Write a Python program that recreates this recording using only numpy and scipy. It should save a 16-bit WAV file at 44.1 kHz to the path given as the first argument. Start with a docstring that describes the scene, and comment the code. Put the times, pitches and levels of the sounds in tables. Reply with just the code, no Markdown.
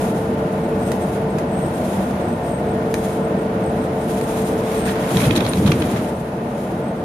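"""Tyres rumble through the floor of an electric bus at a steady speed and boom in the cabin: coloured noise.
The drive whines in wavering sine tones, and noise hiss swells and sinks at the window.
Trim ticks as coloured impulses, a metal part clinks, and a thin chirp comes and goes in the treble.
Both axles cross a rough patch: the floor thumps in dying sines, fittings rattle, smoother road follows."""
import sys
import numpy as np
from scipy import signal
from scipy.fft import rfft, irfft
from scipy.io import wavfile

SR = 44100
rng = np.random.default_rng(int(sys.argv[2]) if len(sys.argv) > 2 else 0)


def store_wav(level_fs):
    """Save 16-bit WAV to argv[1]."""
    pcm = np.round(np.clip(np.atleast_2d(level_fs), -1, 1) * 32767)
    wavfile.write(sys.argv[1], SR, pcm.T.astype(np.int16))


N = 310464
TIME = np.arange(N) / SR
BINS = np.fft.rfftfreq(N, 1 / SR)

# hollow cabin resonances and the dips between them: (frequency [Hz], width [Hz], lift [dB])
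CABIN_RESONANCES = [(148, 31, 3.5), (196, 14, 7), (230.7, 25, 3), (271, 15, -2.5), (333, 47, 1.5),
                    (398, 39, -4), (519, 18, -2), (588, 22, 1.5), (715, 37, 4.5), (740, 26, -1),
                    (880, 57, 2), (1107, 32, -2), (1150, 64, 1.5), (1430, 106, 4)]


def gain_of(db):
    """Decibels to gain."""
    return 10 ** (np.asarray(db) / 20)


def evened(x):
    """Scaled to rms 1."""
    return x / np.sqrt(np.mean(x ** 2) + 1e-20)


def read(points, hz):
    """A spectrum table read on a log-frequency axis."""
    f, value = np.transpose(points)
    return np.interp(np.log(hz + 1), np.log(f + 1), value)


def follow(rows):
    """A curve over time at every sample."""
    return np.interp(TIME, *np.transpose(rows))


def panned(lean_db):
    """Left and right gains for a left-minus-right level difference."""
    return gain_of(np.array([lean_db, -lean_db]).reshape(2, -1) / 2)


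def add(mix, s, sound):
    """Mixes a sound in at time s."""
    part = mix[:, max(round(s * SR), 0):][:, :sound.shape[-1]]
    part += sound[..., :part.shape[1]]


def drift(rate_hz):
    """Random drift of rms 1, mostly slower than rate_hz."""
    lowpass = 1 / (1 + (BINS / rate_hz) ** 4)
    return evened(irfft(rfft(rng.standard_normal(N)) * lowpass, N))


def lift_db(resonances):
    """Lift of a set of resonances at each frequency of the long spectrum."""
    return sum(db / (1 + (2 * (BINS - hz) / width) ** 2) for hz, width, db in resonances)


def noise(spectrum_db):
    """Noise in the cabin, rms 1: alike at both ears in the bass, diffuse in the treble."""
    # difference between the ears: (frequency [Hz], side minus mid [dB])
    ear_width = [(30, -23), (70, -30), (170, -45), (280, -19.5), (450, -19), (700, -9), (1000, 1.5),
                 (2000, -1), (5000, -0.5), (9000, 0), (14000, -5)]
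    # lean to one ear: (frequency [Hz], left minus right [dB])
    ear_lean = [(60, 0.5), (450, -0.5), (700, 2), (1000, 5.5), (1400, -1.5), (2500, -1.5), (5500, -2),
                (10000, 0)]
    mid, side = rfft(rng.standard_normal((2, N)))
    width = gain_of(read(ear_width, BINS))
    ears = np.array([mid + width * side, mid - width * side]) / np.sqrt(1 + width ** 2)
    coloured = ears * panned(read(ear_lean, BINS)) * gain_of(spectrum_db)
    return evened(irfft(coloured, N))


def ring(modes, t, scatter):
    """Dying modes, detuned a little by every blow, with chance phases at each ear."""
    hz, t60, db = np.transpose(modes)[:, :, None]
    hz = hz * (1 + scatter * rng.standard_normal(hz.shape))
    phase_turns = rng.random((2, len(modes), 1))
    swing = np.sin(2 * np.pi * (hz * t + phase_turns))
    return (gain_of(db - 60 * t / t60) * swing).sum(1)


def surface_db():
    """Coarseness of the road as a level: steady, then sinking to a smoother road."""
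    middle_s, over_s, change_db = 5.4, 0.87, -2.5
    return change_db * np.clip((TIME - middle_s) / over_s + .5, 0, 1)


def reflections(x, wet_db, t60):
    """Windows and seats give a short diffuse tail."""
    t = np.arange(SR // 3) / SR
    tail = rng.standard_normal((2, len(t))) * gain_of(-60 * t / t60) * (t > .004)
    tail = tail / np.linalg.norm(tail[0])
    return x + gain_of(wet_db) * signal.fftconvolve(x, tail, axes=1)[:, :N]


def chirps(level_db, width_hz, stutter_db, arch_hz):
    """A narrow, stuttering whistle comes and goes, its pitch rising as it swells."""
    # thin chirps in the treble: (start [s], length [s], level before level_db [dB], mean pitch [Hz])
    whistles = [(.17, .09, -51, 8330), (.6, .08, -49, 8380), (0.794, 0.12, -39, 8400),
                (1.002, 0.059, -43, 8400), (1.127, .05, -53, 8220), (1.29, 0.06, -48, 8200),
                (1.467, .05, -50, 8400), (1.505, 0.1, -42, 8180), (1.545, 0.15, -40, 8480),
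                (1.735, .05, -43, 8400), (2.02, .05, -52, 8420), (2.19, 0.19, -46, 8390),
                (2.417, 0.21, -42.5, 8420), (2.658, 0.082, -47, 8400), (2.866, 0.043, -58, 8370),
                (2.95, 0.057, -45, 8460), (3.095, 0.06, -48, 8430), (3.215, .06, -47, 8300),
                (3.37, 0.065, -45, 8400), (3.622, 0.081, -44, 8370), (3.765, 0.11, -49.5, 8420),
                (3.987, 0.06, -45, 8430), (4.222, 0.042, -42, 8420), (4.39, .16, -46, 8350),
                (4.6, .08, -49, 8430), (4.75, 0.17, -37, 8500), (6.125, 0.053, -52, 8400),
                (6.82, .1, -50, 8360), (6.965, .07, -57, 8340)]
    out = np.zeros(N)
    jitter_turns = np.cumsum(width_hz * drift(250)) / SR
    stutter = gain_of(stutter_db * drift(110))
    for s, length, db, hz in whistles:
        on = (TIME > s) & (TIME < s + length)
        swell = abs(np.sin(np.pi * (TIME[on] - s) / length))
        turns = np.cumsum(hz + arch_hz * (swell - swell.mean())) / SR + jitter_turns[on]
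        tone = np.sqrt(2) * np.cos(2 * np.pi * turns)
        out[on] += stutter[on] * tone * swell ** 0.45 * gain_of(db + level_db)
    return out


def hiss(level_db, flutter_db):
    """Air and tyre hiss leaks in at the window: a floor that follows the road, and rounded swells."""
    # colour of the hiss: (frequency [Hz], relative level [dB])
    hiss_colour = [(600, 2), (1500, 6), (2500, 5.5), (3800, 2), (5000, -0.5), (6500, 1.5), (8500, 4),
                   (10000, 4), (11500, 1.5), (13500, -5), (15000, -11), (16000, -24)]
    # resonances at the window and dips between them: (frequency [Hz], width [Hz], lift [dB])
    window_peaks = [(3350, 200, 3.5), (3890, 70, 7), (4020, 90, -4), (4480, 250, -2.5)]
    # swells of hiss: (time of the peak [s], half length [s], level before level_db [dB])
    swells = [(0.026, 0.12, -46.5), (0.896, 0.054, -51.5), (1.048, 0.13, -53), (1.878, 0.17, -49.5),
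              (2.48, 0.03, -52.5), (3.058, 0.069, -47), (3.773, 0.04, -57), (4.153, 0.1, -48.5),
              (4.413, 0.12, -45.5), (4.756, 0.067, -45.5), (4.896, 0.027, -42), (5.018, 0.026, -46),
              (5.198, 0.064, -37), (5.366, 0.0082, -35), (5.647, 0.27, -46), (5.92, 0.083, -50.5),
              (6.612, 0.082, -55)]
    floor_db, swell_shape = -58, 1.53  # shape: 1 = pointed, 2 = bell
    power = gain_of(floor_db + surface_db()) ** 2
    for s, half, db in swells:
        power = power + gain_of(db) ** 2 * np.exp(-abs((TIME - s) / half) ** swell_shape)
    leak = noise(read(hiss_colour, BINS) + lift_db(window_peaks))
    return leak * np.sqrt(power) * gain_of(level_db + flutter_db * drift(27))


def clinks(level_db):
    """High, short ringing of a small metal part, equally loud at both ears."""
    # blows: (time [s], level before level_db [dB])
    blows = [(5.49, -22.5), (5.799, -36)]
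    # modes of the metal: (frequency [Hz], ring time to -60 dB [s], relative level [dB])
    metal_modes = [(9120, .06, 0), (9190, .1, -7), (9430, .04, -7), (9790, .045, -6)]
    out, t = np.zeros((2, N)), np.arange(SR // 6) / SR
    onset = 1 - np.exp(-t / 0.0008)
    for s, db in blows:
        add(out, s, ring(metal_modes, t, scatter=0.0017)[0] * onset * gain_of(db + level_db))
    return out


def ticks(level_db, snap_db):
    """Plastic trim snaps drily: one sharp impulse, then a brief buzz, coloured by its hollows."""
    # snaps: (time [s], strength before level_db [dB], buzz to -60 dB [s], left minus right [dB])
    snaps = [(.9183, -13.7, .02, -1), (1.3853, -22, .055, -4), (2.11, -27, .02, -2),
             (2.9418, -10.8, .018, -2), (2.9535, -24, .008, 0), (4.2128, -20, .016, -3)]
    # broad colour of a tick: (frequency [Hz], relative level [dB])
    trim_colour = [(300, -4), (550, 8), (1100, 4), (2000, 3), (3200, -3.5), (6500, -5), (9000, -5),
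                   (12000, -9), (16000, -23)]
    # hollow resonances of the trim and dips between them: (frequency [Hz], width [Hz], lift [dB])
    trim_peaks = [(1530, 220, -7), (1950, 450, 5), (2450, 300, 4), (2950, 350, -3), (4100, 600, 2),
                  (5200, 300, -6), (6300, 700, 2), (10200, 700, -3)]
    out, t = np.zeros((2, N)), np.arange(SR // 10) / SR
    for s, db, t60, lean_db in snaps:
        buzz = rng.standard_normal((2, len(t))) * gain_of(-60 * t / t60)
        impulse = gain_of(snap_db) * (t == 0)
        add(out, s, panned(lean_db) * gain_of(db + level_db) * (impulse + buzz))
    colour = evened(gain_of(read(trim_colour, BINS) + lift_db(trim_peaks)))
    return irfft(rfft(out) * colour, N)


def drive(whine_db, octave_db, waver_db, wander_hz, tone_waver_db, tone_wander_hz):
    """The gear tone and its octave waver with the load; hum and thin motor tones waver around fixed pitches."""
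    # gear whine: (time [s], level before whine_db [dB])
    whine_level = [(0, -25.5), (.35, -25), (1.3, -27.5), (2.35, -35.5), (2.8, -25.5), (3.9, -25),
                   (4.4, -24.5), (5.24, -25), (5.34, -34.5), (7.04, -31.5)]
    # running-gear hum, thin motor and inverter tones: (mean pitch [Hz], level [dB], left minus right [dB])
    motor_tones = [(194, -35, 0), (240, -36, 0), (339, -39.5, 0), (631, -41, 2), (1012, -48, 8.5),
                   (1820, -56, -9), (1897, -62, -2), (2245, -60.5, -2), (2568, -62, -4), (10000, -68.5, 3)]
    whine_hz, sag_hz_per_s = 444.1, 0.15  # the pitch sinks very slightly
    turns = np.cumsum(whine_hz - sag_hz_per_s * TIME + wander_hz * drift(15.4)) / SR
    gear = np.sin(2 * np.pi * turns) * gain_of(follow(whine_level) + whine_db + waver_db * drift(36))
    octave = np.sin(4 * np.pi * turns) * gain_of(octave_db + surface_db() + waver_db * drift(25))
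    out = gear + panned(3.9) * octave
    for hz, db, lean_db in motor_tones:
        turns = np.cumsum(hz + tone_wander_hz * drift(23.8)) / SR
        level = gain_of(db + surface_db() + tone_waver_db * drift(8.4))
        out = out + panned(lean_db) * np.sin(2 * np.pi * turns) * level
    return np.sqrt(2) * out  # sine peak to rms


def focus_db(hz, pitch):
    """A fitting sounds weaker away from its own pitch."""
    depth_db, width_octaves = 8, 0.39
    octaves = np.log2((hz + 1) / pitch)
    return depth_db * (np.exp(-(octaves / width_octaves) ** 2) - 1)


def rattles(level_db, ring_db):
    """A loose fitting scuffs its seat briefly: its hollow body sounds around its own pitch and rings faintly."""
    # clacks: (time [s], strength before level_db [dB], main pitch [Hz], full-strength scuff [s])
    clacks = [(4.874, -20.5, 1700, .022), (5.1695, -11.5, 3700, .003), (5.2008, -16.5, 2150, .006),
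              (5.216, -20, 2500, .006), (5.232, -22, 3000, .025), (5.3072, -12.3, 2650, .004),
              (5.3535, -18.5, 4800, .003), (5.360, -13, 3850, .005), (5.3698, -17, 6300, .003),
              (5.375, -15.5, 3850, .005), (5.405, -16, 3200, .004), (5.448, -19, 3900, .006),
              (5.464, -15.5, 4300, .003), (5.5335, -13.3, 3750, .003), (5.572, -24.5, 4800, .003),
              (5.661, -19.5, 3700, .008), (5.673, -15.3, 3400, .008), (5.7177, -9.7, 2900, .004),
              (5.8197, -16.8, 3000, .005), (5.96, -25.5, 1900, .015)]
    # ringing of the fittings: (frequency [Hz], ring time to -60 dB [s], relative level [dB])
    fitting_modes = [(2490, 0.026, -4), (3320, 0.032, 0), (3830, 0.045, -5), (4250, .03, -10),
                     (6300, 0.033, -10)]
    # broad colour of a clack: (frequency [Hz], relative level [dB])
    clack_colour = [(400, -39), (1000, 8.5), (1900, 4.5), (2520, 1), (2900, 5), (3350, -4.5), (3950, -1.5),
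                    (4400, -0.5), (4900, -5), (6300, -4), (8000, -18), (12000, -13), (16000, -47)]
    # hollow resonances of the fittings and dips between them: (frequency [Hz], width [Hz], lift [dB])
    hollow_peaks = [(1850, 260, -3), (2480, 200, 8), (2870, 300, -10), (3320, 170, 11), (3850, 260, 6),
                    (4800, 400, -4)]
    rise_s, release_lengths = 0.00095, 2.5  # release to -60 dB, in scuff lengths
    out, t = np.zeros((2, N)), np.arange(SR // 6) / SR
    lead = SR // 200  # samples of room ahead of the scuff for the filter
    hz = np.fft.rfftfreq(len(t), 1 / SR)
    body_db = read(clack_colour, hz) + np.interp(hz, BINS, lift_db(hollow_peaks))
    for s, db, pitch, length in clacks:
        colour = evened(gain_of(body_db + focus_db(hz, pitch)))
        modes = [(f, ring_s, mode_db + focus_db(f, pitch)) for f, ring_s, mode_db in fitting_modes]
        release = gain_of(-60 * np.maximum(t / length - 1, 0) / release_lengths)
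        contact = np.minimum(t / rise_s, 1) * release
        scuff = np.roll(rng.standard_normal((2, len(t))) * contact, lead, axis=1)
        gain = panned(-2.5) * gain_of(db + level_db)
        add(out, s - lead / SR, gain * irfft(rfft(scuff) * colour, len(t)))
        add(out, s, gain * gain_of(ring_db) * ring(modes, t, scatter=0.011))
    return out


def chatter(level_db, grain_db, before_s, after_s, edge_s):
    """Many small parts chatter while the road is rough, most of all under the front axle."""
    # colour of the chatter: (frequency [Hz], relative level [dB])
    clatter_colour = [(500, -9), (900, 6.5), (1500, 1.5), (2500, -4), (3900, -10.5), (5000, -15),
                      (9000, -26)]
    peak_s, build_db_per_s, settle_db_per_s = 5.165, 11.5, 5.7
    lull_s, lull_half_s, lull_db = 5.59, 0.054, -8  # it eases between the axles
    t = TIME - peak_s
    rough = np.clip(np.minimum(before_s + t, after_s - t) / edge_s, 0, 1)
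    db = level_db + np.minimum(build_db_per_s * t, -settle_db_per_s * t)
    db = db + lull_db * np.exp(-((TIME - lull_s) / lull_half_s) ** 2)
    return noise(read(clatter_colour, BINS)) * rough * gain_of(db + grain_db * drift(300))


def thumps(level_db, heave_t60):
    """Each blow sets the floor swinging while the wheel rides over the edge, above a heavier heave of the body."""
    # front, then rear wheels on the edges of the patch:
    # (time [s], level before level_db [dB], floor pitch [Hz], hold [s])
    wheel_blows = [(5.152, -12, 180, 0.016), (5.213, -13, 211, 0.012), (5.262, -9.5, 137, 0.02),
                   (5.306, -15, 126, .016), (5.371, -8.5, 306, .008), (5.527, -16, 177, .012),
                   (5.576, -8, 184, 0.021), (5.638, -8, 199, 0.024), (5.680, -9, 156, 0.022),
                   (5.724, -12, 114, 0.02), (5.803, -15.5, 302, 0.013), (5.845, -18, 220, 0.021),
                   (5.945, -15, 160, .018), (5.985, -16, 222, .012)]
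    rise_s, floor_t60 = 0.0054, 0.059
    heave_db, heave_hz = -11, 89  # level relative to the floor
    out, t = np.zeros((2, N)), np.arange(SR // 3) / SR
    for s, db, hz, hold in wheel_blows:
        after = np.maximum(t - hold, 0)
        swing = np.sin(2 * np.pi * hz * t) * gain_of(-60 * after / floor_t60)
        heave = np.sin(2 * np.pi * heave_hz * t) * gain_of(heave_db - 60 * after / heave_t60)
        add(out, s, (swing + heave) * np.minimum(t / rise_s, 1) * gain_of(db + level_db))
    return out


def boom(end_s, end_fade_s):
    """Each axle shakes the body: a quick rise, a hold while it crosses the patch, a fade until smooth road."""
    # colour of the boom: (frequency [Hz], relative level [dB])
    boom_colour = [(25, -32), (50, -23), (80, -4), (130, -1.5), (190, -9.5), (260, -3.5), (340, -6.5),
                   (500, -7.5), (1000, -71)]
    # front and rear axle: (delay [s], level [dB], hold [s], fade [dB per s])
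    axles = [(0, -19.5, 0.24, 48), (0.437, -20, .17, 11)]
    patch_s, rise_s = 5.144, 0.042  # the front axle meets the rough patch as its rise ends
    power = np.zeros(N)
    for delay, db, hold, fade in axles:
        t = TIME - patch_s - delay
        rise = np.clip(1 + t / rise_s, 0, 1)
        power += (rise * gain_of(db - fade * np.maximum(t - hold, 0))) ** 2
    shaking = noise(read(boom_colour, BINS) + lift_db(CABIN_RESONANCES))
    return shaking * np.sqrt(power) * np.clip((end_s - TIME) / end_fade_s, 0, 1)


def road(roar_db, flutter_db):
    """Tyre roar follows the surface and fills the cabin resonances."""
    # road noise in the cabin: (frequency [Hz], relative level [dB])
    road_colour = [(20, -38), (38, -29), (49, -18.5), (58, -17.5), (75, -11.5), (105, -12), (170, -8),
                   (300, -9.5), (400, -11), (620, -10.5), (730, -15), (1100, -23.5), (2000, -32),
                   (4500, -46.5), (15000, -66.5)]
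    roar = noise(read(road_colour, BINS) + lift_db(CABIN_RESONANCES))
    return roar * gain_of(surface_db() + roar_db + flutter_db * drift(6.9))


def scene():
    """Running noise, the rough patch and the small sounds of the interior."""
    running = road(roar_db=-21.0, flutter_db=.5) + hiss(level_db=9.5, flutter_db=1.6)
    running += drive(whine_db=-2.8, octave_db=-43.5, waver_db=3.0, wander_hz=1.5,
                     tone_waver_db=2.5, tone_wander_hz=1.8)
    bump = boom(end_s=6.1, end_fade_s=0.076) + thumps(level_db=-1.5, heave_t60=0.11)
    bump += chatter(level_db=-30.5, grain_db=3.0, before_s=0.7, after_s=1.0, edge_s=0.2)
    small = rattles(level_db=-7.4, ring_db=-8.5) + ticks(level_db=-6.5, snap_db=14.5)
    small += clinks(level_db=1.0) + chirps(level_db=-6.5, width_hz=108, stutter_db=4.5, arch_hz=110)
    return running + bump + reflections(small, wet_db=-7.5, t60=0.15)


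def record(dry):
    """A narrow notch in the treble; then the band limit."""
    notch_hz, notch_half_width_hz, edge_hz = 7850, 130, 15350
    notch = 1 - 1 / (1 + ((BINS - notch_hz) / notch_half_width_hz) ** 2)
    notched = irfft(rfft(dry) * notch, N)
    lowpass = signal.firwin(511, edge_hz, window=("kaiser", 9), fs=SR)
    return signal.oaconvolve(notched, lowpass[None], "same")


dry = scene()
out = record(dry)
store_wav(out)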